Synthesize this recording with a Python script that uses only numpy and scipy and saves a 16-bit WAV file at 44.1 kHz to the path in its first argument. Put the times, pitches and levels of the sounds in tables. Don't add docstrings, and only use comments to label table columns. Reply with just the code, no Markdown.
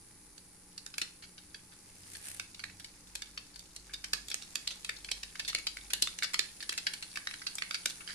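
import sys
import numpy as np
from scipy import signal
from scipy.fft import rfft, irfft
from scipy.io import wavfile
from scipy.ndimage import uniform_filter1d

SR = 44100
rng = np.random.default_rng(int(sys.argv[2]) if len(sys.argv) > 2 else 0)


def materialize(psi):
    bounded = np.clip(np.atleast_2d(psi).T, -1, 1)
    quanta = np.round(bounded * 32767).astype(np.int16)
    wavfile.write(sys.argv[1], SR, quanta)


N = 358974
TIME = np.arange(N) / SR

# start_s, level_db (rms over POP_S, before the colour of the bowl), pitch_hz,
# puff_t60_s (time to fall 60 dB), body_db (low band), snap_db (high band); both against the middle band
SEED_POPS = [(0.3783, -54, 4350, 0.012, -7.5, 5), (0.7779, -46.5, 5330, 0.013, -11, 1.5),
             (0.863, -45, 3690.0, 0.0084, 0.5, 8), (0.9392, -50, 2580.0, 0.014, -0.5, -8),
             (0.9812, -35, 2610, 0.012, 3.5, 9.5), (1.0155, -34.5, 4120, 0.019, -2, 0),
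             (1.2228, -51.5, 4180, 0.067, -1.5, -3), (1.3793, -54.5, 3780, 0.023, -3.0, -10),
             (1.544, -49.5, 2560, 0.012, -2, -13), (1.721, -60.5, 2120, 0.037, 5, -8),
             (2.15, -50.5, 4330, 0.019, 0, -3), (2.3964, -39.5, 2660, 0.0097, 3, 3),
             (2.5453, -53, 4520.0, 0.013, -4.0, -2), (2.593, -47.5, 4550.0, 0.018, 2, -1.0),
             (2.6378, -41.5, 1690, 0.014, 6, -4.5), (2.696, -57.5, 2620, 0.023, 5, -8),
             (2.7978, -50.0, 3360, 0.023, -1, 5.0), (2.844, -49, 4500, 0.015, -8, 0.5),
             (3.1532, -39, 2500, 0.012, -6.5, 7), (3.2198, -43.0, 4640.0, 0.0097, -4, 1.5),
             (3.3748, -44.0, 3160, 0.0178, 0.0, -8), (3.5587, -51.5, 4800, 0.014, -4.5, 2),
             (3.5925, -50.5, 9400, 0.0082, -10.0, 7), (3.762, -46, 4300, 0.012, -7.0, 6.5),
             (3.894, -56.5, 1610, 0.082, 17, -7), (3.9358, -42, 4730, 0.021, -9.5, -2.0),
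             (4.041, -41.5, 5260, 0.018, -3.5, -1.5), (4.1334, -30.5, 5200, 0.012, -1.5, 0.5),
             (4.2834, -45, 4500, 0.01, -16, 4.5), (4.3006, -44, 4180.0, 0.013, -8, 5),
             (4.3146, -41.5, 2610.0, 0.0172, -5.5, -4.5), (4.3424, -35, 2560, 0.0066, -2.0, 8.5),
             (4.4177, -48.5, 2760, 0.0479, -9, -2), (4.5542, -35, 2600, 0.013, -4, 3.5),
             (4.6736, -36.5, 4070, 0.013, -13.5, -4.5), (4.7055, -44, 2610.0, 0.043, -8, -4),
             (4.846, -42, 2560, 0.013, -6, 1), (4.8916, -36.5, 1796, 0.014, 8, 0.0),
             (4.9658, -54, 4340, 0.021, -11, -14), (5.0452, -47, 4400, 0.011, -4.0, -2),
             (5.0871, -47, 2540, 0.012, 6, -14), (5.1149, -34.5, 2580, 0.01, -8.5, -2.0),
             (5.2308, -43, 5120, 0.014, -4, -3.0), (5.3543, -48.0, 2150.0, 0.013, 6, 1.0),
             (5.3954, -38, 2630, 0.019, -2, -2.5), (5.4473, -47.5, 3810.0, 0.02, -9, -15),
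             (5.4783, -35, 4340, 0.051, -4.5, 0.5), (5.5292, -46.5, 4400.0, 0.011, 5, -4.0),
             (5.5479, -32.5, 2250, 0.0095, -1, -1.5), (5.585, -43.5, 5460, 0.014, 3, 7),
             (5.6684, -35, 2580, 0.014, -8, -4), (5.7682, -45, 1550, 0.014, 6, 0.5),
             (5.903, -43.5, 2500, 0.0273, -2, 0.0), (5.934, -29.5, 4520, 0.016, -2, 5.5),
             (6.0221, -26, 3400, 0.014, -19, 3), (6.072, -39, 3620, 0.01, -1, -6),
             (6.1871, -42, 1950, 0.012, -1.5, 4.0), (6.223, -37, 2290, 0.0082, 6, -7.0),
             (6.2301, -33, 4500.0, 0.044, -0.5, -1), (6.3346, -40.5, 4040, 0.0186, 2, 5),
             (6.342, -33, 4270, 0.012, 2.5, -2), (6.392, -29, 3620, 0.0084, -1.5, 0.5),
             (6.6041, -47.5, 4100.0, 0.021, -4.0, -5), (6.625, -44, 4400, 0.023, -0.5, 0.5),
             (6.6926, -35, 2670, 0.01, -3.5, 2.5), (6.7212, -40.5, 1520, 0.034, 8, 8),
             (6.7775, -36.0, 2600, 0.02, -4.5, 1), (6.8675, -32.5, 4660, 0.016, -0.5, -5),
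             (6.9353, -40.5, 3190.0, 0.021, -3, 3.5), (7.024, -43.5, 4470, 0.0236, -2.5, -2.0),
             (7.157, -43.5, 2620, 0.016, 2.5, -1.0), (7.1712, -39.0, 1630, 0.012, 7.5, 1.0),
             (7.2709, -37.5, 1920, 0.0092, 4, -4), (7.3103, -47, 2600, 0.0064, 7, -8),
             (7.3371, -45.5, 1860, 0.023, 5, 0), (7.417, -48, 1620, 0.016, 6, -6),
             (7.4664, -38, 2590, 0.02, -6.5, -8), (7.5535, -40.5, 8060.0, 0.014, 4, 24),
             (7.5831, -41.5, 2460, 0.011, 0, -1), (7.6209, -36, 4500, 0.0077, 8.5, -3.5),
             (7.7087, -39, 2320, 0.0089, 3.5, -3), (7.7433, -36.5, 4700, 0.028, -1, -6),
             (7.8575, -30.5, 2920, 0.011, -2.0, 4), (7.8976, -43, 2610.0, 0.0234, -9, 4.0),
             (8.0048, -50.0, 2680, 0.042, 13, -4.0), (8.0754, -41.5, 3200, 0.13, 0, -8)]
BAND_EDGES = [1200, 2600, 6000, 13000]
# pitch_hz, gain_db
BOWL_COLOUR = [(300, 1), (1100, -3), (1500, -3), (3000, 2.5), (4500, 6), (6500, 1.5), (8200, 2),
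               (11000, -5.5), (12700, -8.5), (14700, -47)]
# pitch_hz, relative_level_db, t60_s
PAN_MODES = [(1660, 5, 0.0054), (2235, 9, 0.05), (2610, 4.5, 0.068), (3640, 3, 0.02), (4550, -0.5, 0.009),
             (5700, -4.5, 0.043), (7040, -4, 0.028)]
# pitch_hz, gain_db
ECHO_COLOUR = [(200, 1.5), (1000, -3), (5000, -2), (14000, -5.5)]
# time_s, level_db
FIZZ_LEVEL = [(0, -62), (1.7, -61), (2.1, -56.5), (2.6, -59), (3.8, -59), (4.4, -55.5), (6.5, -56),
              (8.14, -54)]
# pitch_hz, relative_level_db (per Hz)
FIZZ_SPECTRUM = [(500, 0.5), (2400, 2.5), (3200, -1.5), (4600, 7), (7000, 6.5), (9300, 6), (10800, -3),
                 (12500, -1), (13500, -31)]
# time_s, level_db
SPURT_LEVEL = [(1.8, -67), (2.08, -58), (2.14, -49.5), (2.21, -55.5), (2.25, -45), (2.31, -44.5),
               (2.48, -68), (2.6, -92)]
# pitch_hz, relative_level_db (per Hz)
SPURT_SPECTRUM = [(500, -8), (1100, -13.5), (1700, 0.5), (3800, -4), (7000, -2.5), (9300, 7), (11000, 0),
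                  (12900, -7), (13600, -42)]
# time_s, level_db
HISS_LEVEL = [(0, -61.5), (2.6, -64), (3.9, -67), (5.9, -59), (8.14, -55)]
# pitch_hz, relative_level_db (per Hz)
BURNER_SPECTRUM = [(20, 4), (145, 1), (350, -3.5), (480, -7.5), (680, -18), (830, -13), (2300, -17),
                   (5000, -63)]
# pitch_hz, level_db, width_hz (of each of two resonances in a row)
WHIR_TONES = [(296.7, -74, 23), (831, -79, 76)]
# full_from_s, full_until_s, pitch_hz, level_db
DRONE_SWELLS = [(2.102, 2.8, 92.05, -67), (3.09, 3.31, 48, -66.5), (3.853, 4.295, 48, -64),
                (5.15, 6.1, 48, -62)]

SWELL_ATTACK_S, SWELL_RELEASE_S = 0.78, 0.1
POP_S = .01
LOW_LASTS, HIGH_LASTS = 0.75, 0.66
SWELL_IN_DB, SWELL_IN_S = -9, .0015
TEAR_S, CRACK_S = .0008, .0003
CUTOFF_HZ = 14700


def from_db(db):
    return 10 ** (np.asarray(db) / 20)


def rms_one(x):
    return x / np.sqrt(np.mean(x ** 2) + 1e-20)


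def unit_energy(pops):
    return pops / np.sqrt(np.sum(pops ** 2, axis=(1, 2), keepdims=True))


def level_over_time(rows):
    s, db = np.transpose(rows)
    return np.interp(TIME, s, db)


def stereo_noise(alike, size=N):
    mid, side = rng.standard_normal((2, size))
    alike = np.clip(alike, -.99, .99)
    shared = np.sqrt(1 + alike) * mid
    opposed = np.sqrt(1 - alike) * side * [[1], [-1]]
    return (shared + opposed) / np.sqrt(2)


def coloured(x, spectrum):
    size = 8192
    hz, db = np.transpose(spectrum)
    grid = np.maximum(np.arange(size // 2 + 1) * SR / size, 1)
    gain = from_db(np.interp(np.log(grid), np.log(hz), db))
    cepstrum = irfft(np.log(gain))
    cepstrum[1:size // 2] *= 2
    cepstrum[size // 2 + 1:] = 0
    response = irfft(np.exp(rfft(cepstrum)))
    return signal.oaconvolve(x, response[None], axes=1)[:, :N]


def resonance(x, hz, width_hz):
    r = np.exp(-np.pi * width_hz / SR)
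    feed = np.array([1, 0, -1]) * (1 - r * r) / 2
    feedback = [1, -2 * r * np.cos(2 * np.pi * hz / SR), r * r]
    return signal.lfilter(feed, feedback, x + 1e-18)


def fading(kicks, t60):
    return signal.lfilter([1], [1, -from_db(-60 / (t60 * SR))], kicks + 1e-18)


def narrow_noise(hz, width_hz, alike):
    run_in = SR // 2
    once = resonance(stereo_noise(alike, size=N + run_in), hz, width_hz)
    twice = resonance(once, hz, width_hz)
    return rms_one(twice[:, run_in:])


def drone(rest_hz, rest_db, waver, width_hz):
    out = from_db(rest_db) * narrow_noise(rest_hz, width_hz, 1.0)
    for start, end, hz, db in DRONE_SWELLS:
        rise, fade = (TIME - start) / SWELL_ATTACK_S, (end - TIME) / SWELL_RELEASE_S
        envelope = np.clip(np.minimum(rise, fade) + 1, 0, 1)
        tone = np.sin(2 * np.pi * hz * TIME) + waver * narrow_noise(hz, width_hz, 1.0)
        out = out + from_db(db) * envelope * rms_one(tone)
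    return out


def stove(burner_db, hum_hz, hum_db):
    out = from_db(burner_db) * rms_one(coloured(stereo_noise(0.91), BURNER_SPECTRUM))
    for hz, db, width_hz in WHIR_TONES:
        out = out + from_db(db) * narrow_noise(hz, width_hz, 0.84)
    hum = np.sin(2 * np.pi * hum_hz * TIME) + 0.37 * narrow_noise(hum_hz, 13, 1.0)
    return out + from_db(hum_db) * rms_one(hum)


def thin_hiss():
    return from_db(level_over_time(HISS_LEVEL)) * narrow_noise(9780, width_hz=750, alike=0.029)


def grains(spectrum, per_s, spread_db, smooth_db):
    births = (rng.random(N) < per_s / SR) * from_db(-spread_db * rng.random(N))
    bubbles = rms_one(fading(births, t60=.005) * stereo_noise(0.0086))
    smooth = from_db(smooth_db) * stereo_noise(0.0094)
    return rms_one(coloured(bubbles + smooth, spectrum))


def fizz():
    steady = grains(FIZZ_SPECTRUM, per_s=290, spread_db=7, smooth_db=3.0)
    flutter = grains(SPURT_SPECTRUM, per_s=220, spread_db=12, smooth_db=-2)
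    return from_db(level_over_time(FIZZ_LEVEL)) * steady + from_db(level_over_time(SPURT_LEVEL)) * flutter


def kitchen(x, early_db, early_t60, late_db, late_t60, gap_s):
    t = np.arange(SR * 3 // 4) / SR
    onset = 1 - np.exp(-(t / gap_s) ** 2)
    response = 0
    for db, t60 in ((early_db, early_t60), (late_db, late_t60)):
        tail = stereo_noise(0, size=len(t)) * from_db(-60 * t / t60) * onset
        response = response + from_db(db) * rms_one(tail) / np.sqrt(len(t))
    echo = signal.oaconvolve(x, response, axes=1)[:, :N]
    return coloured(echo, ECHO_COLOUR)


def pan_ring(x, ring_db):
    out = 0
    for k, (hz, db, t60) in enumerate(PAN_MODES):
        ring = resonance(x, hz, width_hz=np.log(1000) / (np.pi * t60))
        out = out + from_db(ring_db + db) * ring[::(-1) ** k]
    return out


def small_puffs(s, db, t60, width_share, lowest_hz, highest_hz, count=7):
    at = np.round(s * SR).astype(int)
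    dealt = rng.integers(0, count, len(s))
    noise, out = stereo_noise(0.062), 0
    for k, hz in enumerate(np.geomspace(lowest_hz, highest_hz, count)):
        width_hz = width_share * hz
        kicks = np.bincount(at[dealt == k], from_db(db[dealt == k]), N)[:N]
        ring = resonance(fading(kicks, t60) * noise, hz, width_hz)
        out = out + ring / np.sqrt(np.pi * width_hz / SR)
    return out


def simmer(most_per_s, above_fizz_db, t60):
    fizz_db = level_over_time(FIZZ_LEVEL)
    chance, size = rng.random((2, N))
    at = np.flatnonzero(chance < most_per_s * TIME / TIME[-1] / SR)
    db = fizz_db[at] + above_fizz_db + 9 * (size[at] ** 2 - 1)
    return small_puffs(at / SR, db, t60, width_share=0.22, lowest_hz=1790, highest_hz=7500, count=12)


def band_shares(body_db, snap_db):
    gains = from_db([body_db, np.zeros_like(body_db), snap_db])
    return gains / np.sqrt(np.sum(gains ** 2, axis=0))


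def spatter(level_db, flight_s, spread_db, count=5):
    s, pop_db, _, _, body_db, snap_db = np.transpose(SEED_POPS)[:, :, None]
    low, middle, _ = band_shares(body_db, snap_db)
    throw_db = pop_db + 20 * np.log10(np.hypot(low, middle))
    flight = POP_S + flight_s * rng.exponential(1, (len(SEED_POPS), count))
    size_db = spread_db * rng.uniform(-1.8, 1, flight.shape)
    db = throw_db + level_db + size_db - 3 * flight / flight_s
    landing_s = (s + flight).ravel()
    return small_puffs(landing_s, db.ravel(), t60=0.0034, width_share=0.48, lowest_hz=1670, highest_hz=7340)


def bounced(pops, echo, lag_s):
    lags = (lag_s * SR * rng.uniform(.3, 2, (len(pops), 2))).astype(int)
    out = []
    for pop, (one, other) in zip(pops, lags):
        out.append(pop + echo * (np.roll(pop, one, axis=1) - np.roll(pop, other, axis=1)))
    return np.array(out)


def seeds(crack_db, note_db, note_t60, ragged_db, thud_db, pan_db):
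    size, lead = 3000, 220
    count = len(SEED_POPS)
    t = (np.arange(size) - lead) / SR
    after = np.maximum(t, 0)
    s, level_db, note_hz, t60, body_db, snap_db = np.transpose(SEED_POPS)[:, :, None, None]
    t60 = np.maximum(t60, POP_S / 2)

    swell_in = from_db(SWELL_IN_DB) * np.exp(np.minimum(t, 0) / SWELL_IN_S)
    opening = np.minimum(swell_in + after / TEAR_S, 1)
    slow_noise = uniform_filter1d(rng.standard_normal((count, 1, size)), size=18)
    ragged = from_db(ragged_db * rms_one(slow_noise))
    arrival_s = TEAR_S + CRACK_S * rng.random((count, 2, 1))
    split = np.exp(-((t - arrival_s) * SR) ** 2)
    tone = np.sin(2 * np.pi * note_hz * (t - arrival_s)) * from_db(-60 * after / note_t60)
    note = unit_energy((t > arrival_s) * tone)

    edges = zip(BAND_EDGES, BAND_EDGES[1:])
    bands = [signal.butter(3, pair, "band", fs=SR, output="sos") for pair in edges]
    bands.append(signal.butter(2, [260, 1250], "band", fs=SR, output="sos"))
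    low, middle, high = band_shares(body_db, snap_db)
    thud = low ** 0.077 * from_db(thud_db)
    pops = 0
    for band, share, lasts in zip(bands, (low, middle, high, thud), (LOW_LASTS, 1, HIGH_LASTS, 1)):
        band_t60 = lasts * t60
        crack = from_db(crack_db) * POP_S / band_t60 * split
        blow = from_db(-60 * (after / band_t60) ** 3.28)
        noise = np.array([stereo_noise(rng.uniform(-0.49, 0.35), size=size) for _ in range(count)])
        steam = crack + opening * ragged * blow * noise
        steam = unit_energy(bounced(steam, echo=0.6, lag_s=.0008))
        left_over_right_db = pan_db + 2 * rng.standard_normal(s.shape)
        sides = from_db(np.array([[1], [-1]]) * left_over_right_db / 2)
        puff = unit_energy(sides * signal.sosfilt(band, steam + from_db(note_db) * note))
        pops = pops + from_db(level_db) * share * puff * np.sqrt(2 * POP_S * SR)

    out = np.zeros((2, N + size + lead))
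    for at, pop in zip(np.round(s.ravel() * SR).astype(int), pops):
        out[:, at:at + size] += pop
    return out[:, lead:lead + N]


def scene():
    rumble = drone(rest_hz=48, rest_db=-76.5, waver=0.22, width_hz=7.8)
    rumble = rumble + stove(burner_db=-64.0, hum_hz=180.6, hum_db=-70.5)
    pops = simmer(most_per_s=110, above_fizz_db=2, t60=0.016)
    pops = pops + spatter(level_db=-11.0, flight_s=.036, spread_db=7.5)
    pops = pops + seeds(crack_db=14.5, note_db=-15, note_t60=.021, ragged_db=5.5, thud_db=-19, pan_db=-1.46)
    pops = coloured(pops, BOWL_COLOUR)
    pops = from_db(2.5) * pops + pan_ring(pops, ring_db=-3.5)
    room = kitchen(pops, early_db=-7.5, early_t60=0.037, late_db=-8.5, late_t60=0.32, gap_s=0.016)
    return rumble + thin_hiss() + fizz() + room + pops


def record(dry):
    return signal.sosfilt(signal.ellip(10, .1, 80, CUTOFF_HZ, fs=SR, output="sos"), dry)


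dry = scene()
out = record(dry)
materialize(out)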